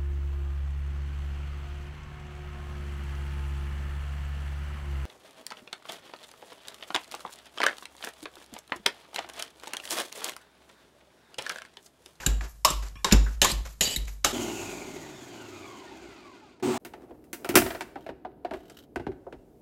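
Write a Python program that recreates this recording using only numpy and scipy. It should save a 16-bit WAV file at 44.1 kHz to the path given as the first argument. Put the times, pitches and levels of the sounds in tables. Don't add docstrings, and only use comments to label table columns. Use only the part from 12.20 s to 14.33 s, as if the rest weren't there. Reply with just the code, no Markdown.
import sys
import numpy as np
from scipy import signal
from scipy.fft import rfft, irfft
from scipy.io import wavfile
from scipy.ndimage import uniform_filter1d, map_coordinates

SR = 44100
rng = np.random.default_rng(int(sys.argv[2]) if len(sys.argv) > 2 else 0)


def volts(x):
    e = np.asarray(x, float) / 20
    return 10 ** e


def bounce(signal):
    frames = np.transpose(np.atleast_2d(signal))
    limited = np.clip(frames, -1, 1)
    pcm = np.round(limited * 32767).astype(np.int16)
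    wavfile.write(sys.argv[1], SR, pcm)


N = 93888
T = np.arange(N) / SR
PATCHY_DB = 4

# start_s, level_db, contact_s, thump_db, mash_hiss_db
BOTTOM_HITS = [
    (0.0627, -7.5, 0.0063, -11.5, -30),
    (0.5026, -14.5, 0.006, -12.5, -18),
    (0.9227, -6, 0.0079, -5.5, -28.5),
    (1.3144, -15.5, 0.0061, -10.5, -19.5),
    (1.761, -13, 0.008, -17, -26),
]
# freq_hz, density_db (per Hz)
RUB_COLOUR = [(60, 1), (150, -2), (600, -3.5), (1500, -16), (3000, -3.5), (5000, -8.5), (7200, -10),
              (14000, -7)]


def unit(x):
    return x / np.sqrt(np.mean(x ** 2))


def noise(colour):
    hz, db = np.array(colour).T
    f = np.maximum(np.arange(N // 2 + 1) * SR / N, 1)
    gain = volts(np.interp(np.log(f), np.log(hz), db))
    return unit(irfft(rfft(rng.standard_normal(N)) * gain, N))


def topped(colour, top_db):
    return [(hz, db + top_db * (hz > 8000)) for hz, db in colour]


def walk(rate_hz):
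    k = int(SR / rate_hz)
    return uniform_filter1d(np.repeat(rng.standard_normal(N // k + 1), k), k)[:N]


def fade(s, tau, rise=0.00027):
    u = np.maximum(T - s, 0)
    return (1 - np.exp(-u / rise)) * np.exp(-u / tau)


def hold(s, length, rise, end):
    return np.clip((T - s) / rise, 0, 1) * np.exp(-np.maximum(T - s - length, 0) / end)


def ring(x, peaks):
    out, total = 0, 0
    for hz, width, db in peaks:
        mode = signal.lfilter(*signal.iirpeak(hz, hz / width, SR), x)
        out = out + volts(db + PATCHY_DB * walk(39.96)) * mode
        total += width * volts(2 * db)
    return out * np.sqrt(SR / np.pi / total)


def strike(s, contact, peaks, rise, cycles=0.):
    out, a = np.zeros(N), int(s * SR)
    u = np.maximum(T[a:a + SR // 4] - s, 0)
    for hz, width, db in peaks:
        drift = np.cumsum(uniform_filter1d(rng.standard_normal(SR // 4), size=40))[:len(u)]
        waver = drift * np.sqrt(2 * np.pi * width / SR)
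        swell = 1 - np.exp(-u / (rise + cycles / max(hz, 600)))
        decay = np.exp(-u / (contact + 1 / (np.pi * width)))
        out[a:a + len(u)] += volts(db) * swell * decay * np.sin(2 * np.pi * hz * u + waver)
    return out * np.sqrt(2 / sum(volts(2 * db) for _, _, db in peaks))


def blow(s, db, contact, peaks, top_db):
    # freq_hz, density_db (per Hz)
    crack_colour = [(60, -33.5), (150, -36.5), (700, -23.5), (1800, -8.5), (3500, -7.5), (7200, -1),
                    (9000, -2.5), (14000, -1.5)]
    crack = fade(s, contact) * noise(topped(crack_colour, top_db))
    steel = strike(s, contact / 2, peaks, rise=0.00047, cycles=2)
    return volts(db) * (crack + volts(1.5) * steel)


def knocks():
    # start_s, level_db, contact_s, scrape_db, scrape_length_s
    wall_hits = [
        (0.448, -1.5, 0.009, -22.5, 0.064),
        (0.845, -7, 0.0046, -25.5, 0.13),
        (1.2165, -2, 0.0051, -16.5, 0.094),
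        (1.2455, -5, 0.0058, -51, 0.026),
        (1.6087, -3.5, 0.0047, -16.5, 0.1417),
        (2.0453, -3.5, 0.0067, -20.5, 0.07),
    ]
    # freq_hz, width_hz, level_db
    wall_modes = [
        [(631, 34, -7), (1110, 63, 6.5), (2656, 147, -8), (3210, 90, -22), (3790, 100, -7), (5380, 220, 0),
         (7550, 920, -8)],
        [(130, 34, -14), (878, 82, -1), (1063, 50, 3), (1616, 53, -7.5), (3190, 110, -3.5), (3767, 120, 1.5),
         (5000, 460, -21.5)],
        [(1740, 270, -3.5), (2900, 260, 4), (3844, 250, 1.5), (4820, 620, -1), (7280, 270, 5.5)],
        [(800, 180, -13), (1067, 77, 1), (2414, 150, -4), (2900, 55, -19.5), (3550, 250, -6), (7200, 370, 1)],
        [(147.6, 79, -7), (608, 69, -11), (1980, 80, -8.5), (2900, 167, 0.5), (3880, 214, -2.5),
         (4240, 120, -12), (6970, 170, 2.5)],
        [(130, 140, -9.5), (610, 150, -8), (812, 94, -5), (1339, 210, 1.5), (2182, 136, -6.5),
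         (3930, 180, -2.5), (6350, 1200, 0.5)],
    ]
    # freq_hz, width_hz, level_db
    scrape_modes = [
        [(627, 78, -3), (1133, 72, -5.5), (2900, 380, -5), (3700, 200, -8), (5600, 270, -10.5),
         (7330, 430, -6.5)],
        [(450, 150, 3.5), (900, 250, 1.5), (1500, 250, -3), (3000, 300, -8), (3800, 250, -6), (7200, 600, -8)],
        [(880, 410, -7.5), (1750, 240, -3.5), (2900, 380, -0.5), (3500, 200, -2), (6500, 300, 1)],
        [(1000, 200, 5), (3000, 300, -3)],
        [(600, 100, -15), (1880, 98, -11.5), (2942, 130, 3), (3930, 160, 1), (4620, 120, -1), (6785, 230, -0.5),
         (7570, 160, 1)],
        [(366, 100, -3), (630, 120, 3.5), (813, 82, -2), (1323, 150, 2), (2900, 200, -6), (3750, 160, -3.5),
         (5150, 170, -6), (7170, 500, -3.5)],
    ]
    climbs = [0.012, 0.012, .16, .01, .02, .01]
    wall_tops = [-2.5, -8, -3, 1, 1.5, -3]
    out = 0
    for hit, peaks, rubbed, climb, top_db in zip(wall_hits, wall_modes, scrape_modes, climbs, wall_tops):
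        s, db, contact, scrape_db, length = hit
        out = out + blow(s, db - 7.5, contact, peaks, top_db)
        sag_db = 15.5 * (1 - np.exp(-np.maximum(T - s, 0) / 0.056))
        slide_db = db + scrape_db - sag_db + 1.5 * walk(120)
        slide = hold(s, length, 0.00077, 0.0062) * volts(slide_db)
        out = out + slide * noise(topped(RUB_COLOUR, top_db))
        pace = np.cumsum(1 + climb * np.clip((T - s) / length, 0, 1) ** 2)
        steel = map_coordinates(ring(rng.standard_normal(N), rubbed), [pace], mode="mirror")
        out = out + volts(-1) * slide * steel
    return out


def thuds():
    # freq_hz, width_hz, level_db
    bottom_modes = [
        [(1625, 88, -7), (2740, 154, -5), (3856, 180, -3), (7500, 545, 4)],
        [(1130, 200, 12), (4040, 80, -23), (4840, 47, -2), (7440, 300, 16)],
        [(2594, 250, -12.5), (3696, 210, -10), (5450, 260, -10.5), (4800, 300, -18), (7100, 250, -5)],
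        [(4110, 130, -16.5), (4803, 150, -16.5), (7500, 93, -21), (8300, 240, -12.5)],
        [(2150, 290, -21), (4040, 360, -11), (6490, 250, -34), (7440, 550, -15.5)],
    ]
    bottom_tops = [3, 2, -5, 4.5, 10]
    thump_modes = [(147.9, 94, 0), (330, 60, -10)]  # freq_hz, width_hz, level_db
    hiss_t60_s = 0.31
    out = 0
    for hit, peaks, top_db in zip(BOTTOM_HITS, bottom_modes, bottom_tops):
        s, db, contact, thump_db, hiss_db = hit
        out = out + blow(s, db - 6.0, contact, peaks, top_db)
        out = out + volts(db + thump_db) * strike(s, 0.0086, thump_modes, rise=0.0048)
        squeeze = noise(topped(RUB_COLOUR, min(top_db, 0)))
        thin = signal.lfilter(*signal.butter(1, 700, "high", fs=SR), squeeze)
        out = out + volts(db + hiss_db + 2 * walk(74)) * fade(s, hiss_t60_s / np.log(1000)) * thin
    return out


def worktop():
    # start_s, level_db, rise_s, t60_s, pitch_hz
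    booms = [
        (0.064, -12.5, 0.02, 0.59, 51),
        (0.502, -18, 0.036, 0.78, 50.35),
        (0.919, -3.5, 0.022, 0.48, 50.65),
        (1.305, -13, 0.041, 0.55, 50.54),
        (1.76, -17.5, 0.029, 0.49, 48.4),
    ]
    # start_s, share_cancelled (over 1 turns it round)
    pulls = [
        (0.259, 0.95),
        (0.648, 0.49),
        (1.132, 1.77),
        (1.41, 1.26),
        (1.828, 1.42),
    ]
    # freq_hz, width_hz, level_db
    loose_modes = [(106, 32, 16.5), (135, 22, -3.5), (229, 390, -14.0), (350, 170, -13), (800, 1100, -19.5)]
    pull_s, turn, rattle_db, slam_db = 0.056, 1.46, -24, -8
    out = volts(-48 + 2 * walk(2.4)) * np.sin(2 * np.pi * 51 * T)
    for (s, db, rise, t60, hz), (start, share), thud in zip(booms, pulls, BOTTOM_HITS):
        swell = 1 - np.exp(-np.maximum(T - s, 0) / rise)
        swing = volts(db) * fade(s, t60 / np.log(1000), rise=rise) * swell
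        pull = share * np.sin(np.pi / 2 * np.clip((T - start) / pull_s, 0, 1)) ** 2
        swing = swing * (1 - pull + 1j * turn * pull * max(share - .9, 0))
        out = out + (swing * np.exp(2j * np.pi * hz * (T - s))).imag
        slam = volts(2.2 * db + slam_db) * fade(thud[0], 0.023, rise=0.0044)
        shake = ring(rng.standard_normal(N), loose_modes)
        out = out + (volts(rattle_db) * abs(swing) + slam) * shake
    return out


def lifts():
    # start_s, level_db, length_s, dullness_db (per octave)
    rustles = [
        (.0, -42.5, 0.1, 4.5),
        (0.21, -43.5, 0.045, 5.5),
        (0.275, -47, 0.033, -5),
        (0.62, -46, 0.057, 4),
        (1.034, -51, 0.11, 2),
        (1.448, -43, 0.021, 4),
        (1.488, -50, 0.044, -0.5),
        (1.871, -41.5, 0.012, 2),
        (1.887, -50, 0.052, -5),
    ]
    # freq_hz, density_db (per Hz)
    wet_colour = [(60, -24), (200, -23), (700, -8), (1500, -6), (3500, -8), (7300, -1), (9000, -6),
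                  (14000, 0)]
    out = 0
    for s, db, length, dull_db in rustles:
        wet = noise([(hz, d - dull_db * np.log2(hz / 2000)) for hz, d in wet_colour])
        out = out + hold(s, length, 0.0052, 0.019) * volts(db + 2 * walk(200)) * wet
    return out


def ticks():
    # start_s, level_db, pitch_hz, width_hz, fall_s
    taps = [(0.0345, -30, 1586, 231.5, 0.0034), (0.209, -31, 1300, 539, 0.0026),
            (0.613, -41.5, 6850, 3500, 0.001), (1.063, -36.5, 1445, 376, 0.035),
            (1.853, -36, 6500, 3955, 0.0027), (1.879, -35, 2185, 322, 0.0054), (.476, -18, 1110, 111, .005),
            (0.757, -39, 130, 49, 0.0034), (1.254, -17, 1100, 150, 0.0069), (1.623, -24, 2900, 320, 0.0044),
            (.0, -42, 2400, 800, 0.026), (.912, -29, 1870, 1200, 0.015), (.664, -36, 7500, 1200, .002),
            (.684, -41, 6800, 3000, .0015), (.923, -11, 199.4, 61, .004), (.944, -21, 330, 40, .006),
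            (1.2188, -7, 5000, 5000, .0009), (1.232, -19, 7200, 500, .003), (1.62, -17.5, 6000, 5000, .003),
            (1.925, -45, 11000, 5000, .002), (2.0424, -30, 5000, 5000, .002), (.49, -26, 1130, 69, .008),
            (.755, -50.5, 2200, 1980, 0.0034), (1.458, -43.5, 1110, 300, .005)]
    out = 0
    for s, db, hz, width, fall in taps:
        if width > hz / 2.5:
            click = ring(fade(s, fall) * rng.standard_normal(N), [(hz, width, 0)])
        else:
            click = strike(s, fall / 2, [(hz, width, 0)], rise=0.00097)
        out = out + volts(db) * click
    return out


def drag():
    # freq_hz, width_hz, level_db, glide_share_of_pitch
    partials = [(1090, 200, -1, 0), (1750, 200, -6, -.02), (2400, 200, -3, .02), (2850, 200, -8, -.02),
                (3150, 60, -2, .1), (5530, 60, -9, 0)]
    start_s, length_s = .756, 0.045
    u = np.clip((T - start_s) / length_s, 0, 1)
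    out = 0
    for hz, width, db, glide in partials:
        rough = signal.lfilter(*signal.butter(2, width / 2, fs=SR), rng.standard_normal((2, N)))
        phase = 2 * np.pi * np.cumsum(hz * (1 + glide * np.sqrt(u))) / SR
        out = out + volts(db + PATCHY_DB * unit(rough[0])) * np.sin(phase + unit(rough[1]))
    return volts(-46.5 - 5.8 * u) * hold(start_s, length_s, 0.0016, 0.016) * out / 2


def room(x):
    t60_s, level_db, dull_hz = 0.37, -15.5, 5640
    t = T[:SR // 2]
    tail = rng.standard_normal((2, len(t))) * (t > .004)
    low = signal.lfilter(*signal.butter(1, dull_hz, fs=SR), tail[0]) * volts(-60 * t / t60_s)
    h = low + 0.13 * tail[1] * volts(-60 * t / (1.1 * t60_s))
    h = signal.lfilter(*signal.butter(2, 200, "high", fs=SR), h)
    return volts(level_db) * signal.fftconvolve(x, h / np.sqrt(np.sum(h ** 2)))[:N]


def floor():
    # freq_hz, density_db (per Hz)
    floor_colour = [(60, -6), (110, -2.5), (250, -23), (1100, -29.5), (2200, -38), (7000, -30), (9000, -27),
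                    (14000, -27.5)]
    return volts(-56 + 2 * walk(21)) * noise(floor_colour)


def scene():
    near = knocks() + thuds() + lifts() + ticks() + drag()
    return (near + worktop() + room(near) + floor())[None]


def band_limit(x):
    return signal.sosfilt(signal.butter(12, 14670, fs=SR, output="sos"), x)


def record(dry):
    shelf_hz, shelf_db, top_hz = 7850, -5.5, 13950
    f = np.arange(N // 2 + 1) * SR / N
    dull = irfft(rfft(dry) * volts(shelf_db / (1 + np.exp((shelf_hz - f) / 150))), N)
    top_cut = signal.ellip(8, .2, 40, top_hz, fs=SR, output="sos")
    mix = signal.sosfilt(top_cut, np.tanh(dull))
    return band_limit(mix)


dry = scene()
out = record(dry)
bounce(out)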